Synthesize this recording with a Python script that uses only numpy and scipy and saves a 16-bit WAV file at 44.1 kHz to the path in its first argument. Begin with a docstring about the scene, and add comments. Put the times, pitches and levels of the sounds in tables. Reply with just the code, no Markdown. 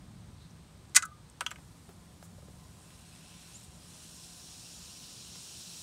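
"""A mint is pushed by thumb through the opening of a soda can: it scrapes, snaps past the lid and drops in.
Close by, it lands with a splash and plops, taps on the bottom; fizz builds in the can, then foam climbs out, hissing.
Cracks, taps and bumps are coloured bursts, with decaying sines for the can; the fizz is thousands of tiny pops.
Outdoors behind it: distant rumble and air, a faint hum and soft rustles, all shaped noise, soft low bumps,
and one bird chirp, a gliding sine. One microphone hears it all, through gain control and a band limit."""
import sys
import numpy as np
from scipy import signal
from scipy.fft import rfft, irfft
from scipy.io import wavfile
from scipy.ndimage import uniform_filter1d

SR = 44100
rng = np.random.default_rng(int(sys.argv[2]) if len(sys.argv) > 2 else 0)


def dump(signal):
    """Clip the signal to [-1, 1] and save it as 16-bit WAV at the path in sys.argv[1]."""
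    limited = np.clip(np.atleast_2d(signal).T, -1, 1)
    pcm = np.round(limited * 32767).astype(np.int16)
    wavfile.write(sys.argv[1], SR, pcm)


N = 256838
TIME = np.arange(N) / SR  # seconds

# outdoor air, spectral shape: pitch_hz, density_db (relative, per Hz)
AIR_SHAPE = [(20, -26), (40, -10.5), (62, 1.5), (110, 0.5), (180, -1), (260, -10), (450, -19), (1050, -21),
             (1800, -26.5), (2800, -28.5), (4000, -26.5), (4800, -29), (7700, -31.5), (8250, -26),
             (10000, -36), (15500, -45)]
# swells of the distant rumble: peak_s, half_length_s, gain_db
RUMBLE_SWELLS = [(.23, 0.45, 4), (1.95, .12, 1.5), (2.497, 0.22, 4), (3.55, .18, 2), (5.582, 0.046, 5.5)]
# lines of a far machine's hum: pitch_hz, width_hz
HUM_LINES = [(169, 9), (619, 10), (727, 9), (1028, 22), (1238, 14)]
# level of each hum line before the swell: level_db
HUM_LINE_LEVELS = [-65.5, -83.5, -81, -79, -85.5]
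# rise and fall of the whole hum: time_s, gain_db
HUM_SWELL_CURVE = [(0, -2.5), (1.5, -5.5), (2.4, 5), (4.4, 2.5), (5.8, -0.5)]
# brief rustles and spurts: start_s, length_s, level_db, centre_hz, width_octaves
RUSTLE_EVENTS = [(0.349, 0.15, -65.5, 3970, 0.17), (0.499, 0.02, -64, 5930, 0.18),
                 (2.21, 0.073, -59.5, 7940, 0.53), (2.81, 0.037, -62.5, 7900, 0.17),
                 (3.617, 0.053, -58, 8200, .25)]
# soft low bumps, the first three are dull thumps of the bottom taps:
# start_s, level_db, body_hz, width_octaves, t60_s
BUMP_EVENTS = [(1.414, -41.5, 540, 0.41, 0.028), (1.516, -50, 650, 0.54, .03), (1.586, -54.5, 520, .7, .04),
               (1.892, -52, 300, 1.03, 0.14), (2.227, -47, 700, 0.93, 0.023),
               (2.383, -51.5, 560, 0.32, .04), (2.426, -52.5, 520, 0.44, .035),
               (2.484, -52, 540, 0.51, 0.042), (2.905, -54, 1700, 1.5, 0.017),
               (5.356, -48, 600, 1.8, 0.027)]
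# tiny high ticks: start_s, level_db, ring_hz, width_hz
TICK_EVENTS = [(0.896, -58.5, 7800, 2190), (1.053, -39, 9900, 1500), (1.0572, -42, 7000, 1500),
               (1.299, -50, 8130, 1390)]
# the mint slips past the rim and falls in, the last row is the landing's splash:
# start_s, level_db, brightness_db_per_octave, crack_t60_s
SLIP_EVENTS = [(0.9481, -29, 1.5, .035), (0.953, -26.5, -1, .03), (0.958, -17.5, 3.5, .02),
               (.9629, -9, 1.5, 0.017), (.966, -7.5, 3.5, 0.019), (.969, -19.5, 4, 0.016),
               (.9722, -17, -3.5, 0.026), (.982, -29, -2.5, 0.044), (.9965, -49, 4, .03),
               (1.0237, -33, -1, 0.063)]
# spectrum of the cracks and the splash: pitch_hz, level_db (relative)
CRACK_SHAPE = [(300, -48), (550, -35.5), (650, -22.5), (950, -13.5), (1200, -5.5), (2000, -6), (2800, -7),
               (4500, -7.5), (6800, -1.5), (8600, -3.5), (9300, -12.5), (11000, -10.5), (11600, -18),
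               (15500, -26)]
# modes of the aluminium lid: pitch_hz, level_db (relative), t60_s
LID_MODES = [(1227, -12, 0.038), (1475, -4.5, 0.12), (1550, -1.5, 0.065), (1656, -9, 0.12),
             (1904, -4.5, .06), (2020, 2, 0.099), (2090, -5.5, 0.05), (2510, -4.5, 0.057),
             (3920, -9.5, 0.053), (4580, -12, 0.08), (5120, -14.5, 0.07), (5860, -2, 0.056),
             (6220, -6, .04), (6690, -0.5, .05), (6930, 6.5, 0.032), (7860, -6.5, .05), (7990, -2.5, 0.043),
             (8560, -5, .05), (8510, -6, .05), (8950, 1.5, 0.029), (9700, -11.5, .04), (10700, -6, 0.032)]
# the snap, then the landing, set the can's air ringing: start_s, level_db
AIR_PUFFS = [(0.9727, -35.5), (1.0245, -31.5)]
# modes of the air in the can: pitch_hz, level_db (relative), t60_s
CAN_AIR_MODES = [(1023, -23, 0.171), (1195, -14.5, .3), (1294, -7.5, 0.16), (1387, -8.5, 0.092),
                 (1506, -5.5, 0.15), (1525, -10, 0.14), (1638, -9, 0.13)]
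# pockets of air dragged under by the mint: start_s, level_db, pitch_hz, t60_s
PLOP_EVENTS = [(1.0265, -24, 1550, 0.027), (1.034, -21.5, 1320, 0.027), (1.052, -32, 1284, 0.055),
               (1.113, -50, 1215, 0.23)]
# the sunken mint bounces on the bottom: start_s, level_db, t60_s, low_band_hz, low_boost_db,
# high_band_hz, high_boost_db, brightness_db_per_octave
BOUNCE_EVENTS = [(1.408, -27, 0.034, 1344, 5.5, 8550, 13, 0),
                 (1.464, -25.5, 0.022, 3140, 16, 6320, 12.5, 0.4),
                 (1.5078, -43, .02, 2900, 8, 6000, 7, 5.5),
                 (1.5143, -36.5, 0.037, 1430, 5, 7700, 10.5, -0.5),
                 (1.559, -47.5, 0.034, 2900, 5, 4320, 1, -1.5), (1.584, -55, 0.033, 1300, 4, 2900, -3, -8)]
# spectrum of a knock on the bottom: pitch_hz, level_db (relative)
KNOCK_SHAPE = [(200, -31), (500, -25), (830, -9), (1100, -2), (1600, 0.5), (2400, 0.5), (3700, -10.5),
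               (5000, -14), (6000, -11.5), (7800, -15), (9500, -20), (10600, -12.5), (12000, -23),
               (15500, -26)]
# modes of the filled can's body: pitch_hz, level_db (relative), t60_s
BODY_MODES = [(976, -5.5, 0.075), (1223, -4.5, 0.08), (1295, -4, 0.083), (1495, -5.5, 0.085),
              (1820, -22, 0.048), (2450, -15, 0.05), (2840, -20, 0.052), (3200, -17, 0.054),
              (3380, -10, 0.039), (4030, -10, .04), (4780, -12, 0.051), (5500, -19, 0.049),
              (5800, -10, 0.03), (6740, -25, .05), (7460, -11, 0.046), (8059, -14, 0.045),
              (8260, -18, 0.058), (10700, -18, 0.029)]
# how far the foam is out of the can: time_s, share_0_to_1
FOAM_OUT = [(3.0, 0), (3.6, 0.23), (3.95, 0.24), (4.5, 0.75), (5.3, 0.9), (5.8, 0.81)]
# the first tiny bubbles give way to larger ones: time_s, share_0_to_1
BUBBLE_COARSENING = [(2.4, 0), (3.15, 0.62)]
# spectrum of the first tiny bubbles: pitch_hz, level_db (relative)
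FIRST_BUBBLE_SHAPE = [(2000, -26), (3200, -18), (5000, 0), (8500, 6), (10500, 4), (13000, -3), (15500, -8)]
# spectrum of the fizz inside the can: pitch_hz, level_db (relative)
IN_CAN_SHAPE = [(700, -36), (1500, 0.5), (2050, -5), (2650, 5.5), (4700, -2.5), (7500, 0), (8700, 2.5),
                (9800, 0.5), (10700, -11), (12500, -15), (15500, -22)]
# spectrum of the foam in the open: pitch_hz, level_db (relative)
OPEN_FOAM_SHAPE = [(700, -28), (1500, -14), (2050, -19), (2700, -4), (4000, -1.5), (5600, 0.5), (7600, -2),
                   (9200, -3.5), (10500, -9), (12000, -14.5), (15500, -18)]
# resonances of the can top: pitch_hz, width_hz, boost_db
CAN_TOP_PEAKS = [(4050, 370, 4.5), (5510, 640, 4), (6920, 240, 4), (8200, 390, 3)]
# gain of the low part of the hiss, falling, then partly recovering: time_s, gain_db
LOW_HISS_GAIN = [(3.3, 4.5), (3.9, -0.5), (4.4, -1), (5.0, 0.5), (5.8, -0.5)]

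# the rumble slowly ebbs and wavers by chance
RUMBLE_DB, RUMBLE_DB_PER_S, WAVER_DB, WAVER_S = -56.5, -0.47, 1.1, 0.14
AIR_DB = -61
PLOP_RISE_S = 0.0018
POPS_PER_S = 14000  # scaled by 0.15 to 1.15 as the fizz grows
# the fizz builds along an S-curve: its ceiling, time of half strength, time constant
FULL_DB, HALF_S, BUILD_S = -50, 3.534, 0.56
# a first weak gush of gas peaks soon after the mint first taps the bottom
GUSH_S, GUSH_DB, GUSH_LENGTH_S = 1.66, -71.5, 0.44
# foam plugs the opening and muffles the hiss until it pushes through
PLUG_S, PLUG_DB, PLUG_CLOSE_S, PLUG_CLEAR_S = 3.705, -6, 0.082, 0.19
# foam spills over the rim and its bursting surface grows
SPILL_S, SPILL_DB_PER_S = 5.2, 4.5
# the bird's note rises fast and levels off towards its top pitch
CHIRP_S, CHIRP_LENGTH_S, CHIRP_DB = 3.534, 0.048, -51
CHIRP_FROM_HZ, CHIRP_TOP_HZ, CHIRP_GLIDE_S = 5600, 7700, 0.018
# gain control: threshold, dB of ducking per dB over it, recovery, smoothing time
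DUCK_ABOVE_DB, DUCK_SLOPE, RECOVER_DB_PER_S, DUCK_ATTACK_S = -25, 0.2, 12, 0.07
EDGE_HZ = 15750  # upper band limit


def amp(db):
    """Turns dB into gain."""
    return 10 ** (np.asarray(db) / 20)


def unit(x):
    """Scales to rms 1."""
    return x / np.sqrt(np.mean(x ** 2) + 1e-24)


def curve(rows):
    """Joins rows of time_s, value by straight lines."""
    return np.interp(TIME, *np.transpose(rows))


def spectrum(points, hz):
    """Joins points of pitch_hz, level_db on a log-frequency axis."""
    point_hz, db = np.transpose(points)
    return np.interp(np.log(hz + 1), np.log(point_hz), db)


def bins(x):
    """Gives the frequencies of a sound's spectrum, in Hz."""
    return np.fft.rfftfreq(len(x), 1 / SR)


def hump(hz, centre, width):
    """A resonance curve of height 1."""
    return 1 / (1 + (2 * (hz - centre) / width) ** 2)


def bell(hz, centre_hz, octaves):
    """A soft band, in dB."""
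    return -20 * np.log10(1 + (np.log2((hz + 1) / centre_hz) / octaves) ** 2)


def swell(s, rise, fall):
    """A smooth bump of height 1 that peaks at time s."""
    return np.exp(-((TIME - s) / np.where(TIME < s, rise, fall)) ** 2)


def colour(x, db):
    """Filters by a gain in dB for each frequency, then scales to rms 1."""
    return unit(irfft(rfft(x) * amp(db), len(x)))


def add(mix, s, sound):
    """Mixes a sound in at time s."""
    part = mix[max(round(s * SR), 0):][:len(sound)]
    part += sound[:len(part)]


def ring(modes, t):
    """Sums the damped sines of one struck object, with alternating sign."""
    total = 0
    for k, (hz, db, t60) in enumerate(modes):
        total = total + (-1) ** k * amp(db - 60 * t / t60) * np.sin(2 * np.pi * hz * t)
    return total


def burst(shape, t60, tail_db, tail_t60, click, size=8192):
    """A contact click, a dense dying cloud and a weak tail of reflections, in a causal colour (Hz -> dB)."""
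    t, hz = np.arange(size) / SR, np.fft.rfftfreq(size, 1 / SR)
    gain = unit(amp(shape(hz)))
    # minimum phase, so that nothing sounds before the contact
    log_gain = np.log(np.r_[gain, gain[-2:0:-1]] + 1e-5)
    response = np.exp(np.conj(signal.hilbert(log_gain)))[:len(hz)]
    decay = amp(-60 * t / t60) + amp(tail_db - 60 * t / tail_t60)
    cloud = rng.choice([-1., 1.], size) * decay
    rms = cloud.std()
    cloud[0] = click * np.linalg.norm(cloud)
    return rms * unit(irfft(rfft(cloud) * response, size))


def rumble_level():
    """The distant rumble's level in dB: a slow ebb, a few swells and a random waver."""
    waver = colour(rng.standard_normal(N), -40 * np.log10(1 + (bins(TIME) * WAVER_S) ** 2))
    swells = sum(db * swell(s, length, length) for s, length, db in RUMBLE_SWELLS)
    return RUMBLE_DB + RUMBLE_DB_PER_S * TIME + swells + WAVER_DB * waver


def outdoors(split_hz=260):
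    """Far rumble below steady air, both shaped noise; narrow noise lines make the wavering machine hum."""
    hz = bins(TIME)
    air_db, low_share = spectrum(AIR_SHAPE, hz), 1 / (1 + (hz / split_hz) ** 8)
    rumble = colour(rng.standard_normal(N), air_db + 10 * np.log10(low_share + 1e-12))
    air = colour(rng.standard_normal(N), air_db + 10 * np.log10(1 - low_share + 1e-12))
    hum = np.zeros(N)
    for (centre, width), db in zip(HUM_LINES, HUM_LINE_LEVELS):
        line_db = 20 * np.log10(hump(hz, centre, width))
        hum += amp(db) * colour(rng.standard_normal(N), line_db)
    return rumble * amp(rumble_level()) + amp(AIR_DB) * air + hum * amp(curve(HUM_SWELL_CURVE))


def rustles():
    """Short soft noise bands that swell and fade."""
    out = np.zeros(N)
    for s, length, db, centre_hz, octaves in RUSTLE_EVENTS:
        noise = rng.standard_normal(SR // 4)
        noise = colour(noise, bell(bins(noise), centre_hz, octaves))[:int(length * SR)]
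        add(out, s, amp(db) * noise * np.hanning(len(noise)))
    return out


def ticks():
    """Small clicks, each with one high resonance."""
    out = np.zeros(N)
    for s, db, centre_hz, width in TICK_EVENTS:
        shape = lambda hz: 14 * np.log10(hump(hz, centre_hz, width))
        add(out, s, amp(db) * burst(shape, t60=0.019, tail_db=-27.0, tail_t60=.08, click=0.46))
    return out


def mint(lid_db=-12, lid_colour_db=5, lid_width_hz=170, tail_db=-29, tail_t60=0.135, click=0.35, most_lean_db=6):
    """Each slip cracks and rings the lid, the last row is the landing's splash, made alike; puffs ring the can's air."""
    out, t = np.zeros(N), np.arange(SR // 2) / SR

    def colouring(hz):
        lid_peaks = np.max([hump(hz, mode[0], lid_width_hz) for mode in LID_MODES], axis=0)
        return spectrum(CRACK_SHAPE, hz) + lid_colour_db * lid_peaks

    for s, db, tilt, t60 in SLIP_EVENTS:
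        lean = lambda hz: np.minimum(tilt * np.log2((hz + 1) / 5000), most_lean_db)
        crack = burst(lambda hz: colouring(hz) + lean(hz), t60, tail_db, tail_t60, click)
        lid = ring([(hz, level + lean(hz), decay) for hz, level, decay in LID_MODES], t)
        add(out, s, amp(db) * crack)
        add(out, s, amp(db + lid_db) * lid / np.sqrt(2))
    for s, db in AIR_PUFFS:
        add(out, s, amp(db) * ring(CAN_AIR_MODES, t))
    return out


def plops():
    """A trapped bubble swells into a short damped tone."""
    out, t = np.zeros(N), np.arange(SR // 8) / SR
    for s, db, hz, t60 in PLOP_EVENTS:
        add(out, s, ring([(hz, db, t60)], t) * (1 - np.exp(-t / PLOP_RISE_S)))
    return out


def bounces(body_db=-11, tail_db=-22, tail_t60=0.17, low_width_hz=850, high_width_hz=1150, click=0.55):
    """Each bounce strikes another spot of the bottom and so favours other modes of the body."""
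    out, t = np.zeros(N), np.arange(SR // 4) / SR
    band = lambda hz, centre, width: 1 / (1 + (2 * (hz - centre) / width) ** 4)
    for s, db, t60, low_hz, low_db, high_hz, high_db, tilt in BOUNCE_EVENTS:
        def favour(hz):
            low = low_db * band(hz, low_hz, low_width_hz)
            high = high_db * band(hz, high_hz, high_width_hz)
            return tilt * np.log2((hz + 1) / 2000) + low + high

        knock = burst(lambda hz: spectrum(KNOCK_SHAPE, hz) + favour(hz), t60, tail_db, tail_t60, click)
        body = ring([(hz, level + favour(hz), decay) for hz, level, decay in BODY_MODES], t)
        add(out, s, amp(db) * knock)
        add(out, s, amp(db + body_db) * body)
    return out


def bumps():
    """Band-shaped dull bursts: thumps of the bottom taps, then soft bumps."""
    out = np.zeros(N)
    for s, db, body_hz, octaves, t60 in BUMP_EVENTS:
        shape = lambda hz: bell(hz, body_hz, octaves)
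        add(out, s, amp(db) * burst(shape, t60, tail_db=-20.0, tail_t60=0.11, click=0.77))
    return out


def fizz_strength():
    """A first gush, then a build-up, choked while foam plugs the opening and lifted when it spills."""
    build = amp(FULL_DB) / (1 + np.exp((HALF_S - TIME) / BUILD_S))
    gush = amp(GUSH_DB) * swell(GUSH_S, GUSH_LENGTH_S, GUSH_LENGTH_S)
    plug_db = PLUG_DB * swell(PLUG_S, PLUG_CLOSE_S, PLUG_CLEAR_S)
    spill_db = SPILL_DB_PER_S * np.maximum(TIME - SPILL_S, 0)
    after_first_bounce = TIME > BOUNCE_EVENTS[0][0]
    return (gush + build * amp(plug_db + spill_db)) * after_first_bounce


def clusters(x, depth_db):
    """Bubbles of like size burst together: brief patches in time and pitch."""
    z = signal.stft(x, nperseg=256, noverlap=192)[2]
    patches = uniform_filter1d(rng.standard_normal(z.shape), size=4, axis=0)  # across pitch
    patches = unit(uniform_filter1d(patches, size=20, axis=1))  # across time
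    return signal.istft(z * amp(depth_db * patches), nperseg=256, noverlap=192)[1][:N]


def fizz(size_spread_db=1.5, low_part_hz=4800):
    """Thousands of bubbles burst each second, more as the fizz grows; their colour opens as foam leaves the can."""
    strength = fizz_strength()
    rate = POPS_PER_S * (.15 + strength / strength.max())
    sizes = amp(size_spread_db * np.minimum(rng.exponential(1, N), 4))
    happens = rng.random(N) < rate / SR
    pops = sizes * rng.choice([-1., 1.], N) * happens / np.sqrt(rate)  # even power at any rate
    hz = bins(pops)
    top_db = sum(db * hump(hz, centre, width) for centre, width, db in CAN_TOP_PEAKS)
    first = colour(pops, spectrum(FIRST_BUBBLE_SHAPE, hz) + top_db)
    inside = colour(pops, spectrum(IN_CAN_SHAPE, hz) + top_db)
    outside = colour(pops, spectrum(OPEN_FOAM_SHAPE, hz) + top_db)
    coarse, foam = np.clip(curve(BUBBLE_COARSENING), 0, 1), np.clip(curve(FOAM_OUT), 0, 1)
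    hiss = (1 - foam) * ((1 - coarse) * first + coarse * inside) + foam * outside
    low_part = irfft(rfft(hiss) / (1 + (hz / low_part_hz) ** 8), N)
    hiss = hiss + (amp(curve(LOW_HISS_GAIN)) - 1) * low_part
    return clusters(hiss, depth_db=1.3) * strength


def bird():
    """One thin rising chirp: a gliding sine under an arched envelope."""
    out, t = np.zeros(N), np.arange(0, CHIRP_LENGTH_S, 1 / SR)
    hz = CHIRP_TOP_HZ + (CHIRP_FROM_HZ - CHIRP_TOP_HZ) * np.exp(-t / CHIRP_GLIDE_S)
    arch = np.sin(np.pi * t / CHIRP_LENGTH_S)
    note = np.sin(2 * np.pi * np.cumsum(hz) / SR)
    add(out, CHIRP_S, amp(CHIRP_DB) * np.sqrt(2) * arch * note)
    return out


def scene():
    """Sums all sources, near and far, at one microphone."""
    background = outdoors() + rustles() + bird()
    close = ticks() + mint() + plops() + bounces() + bumps() + fizz()
    return (background + close)[None]


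def gain_control(x):
    """A loud sound turns the gain down a little; it creeps back up."""
    power_db = 10 * np.log10(abs(uniform_filter1d(x ** 2, size=400)) + 1e-12)
    over_db = DUCK_SLOPE * np.maximum(power_db - DUCK_ABOVE_DB, 0)
    recovery = RECOVER_DB_PER_S * TIME
    held_db = np.maximum.accumulate(over_db + recovery) - recovery  # falls back at a steady rate
    keep = np.exp(-1 / (DUCK_ATTACK_S * SR))
    return amp(-signal.lfilter([1 - keep], [1, -keep], held_db))


def record(dry):
    """Applies gain control, a full-scale ceiling, then the band limit."""
    wet = np.clip(dry * gain_control(dry[0]), -1, 1)
    lowpass = signal.firwin(511, EDGE_HZ, window=("kaiser", 9), fs=SR)
    return signal.oaconvolve(wet, lowpass[None], "same")


dry = scene()
out = record(dry)
dump(out)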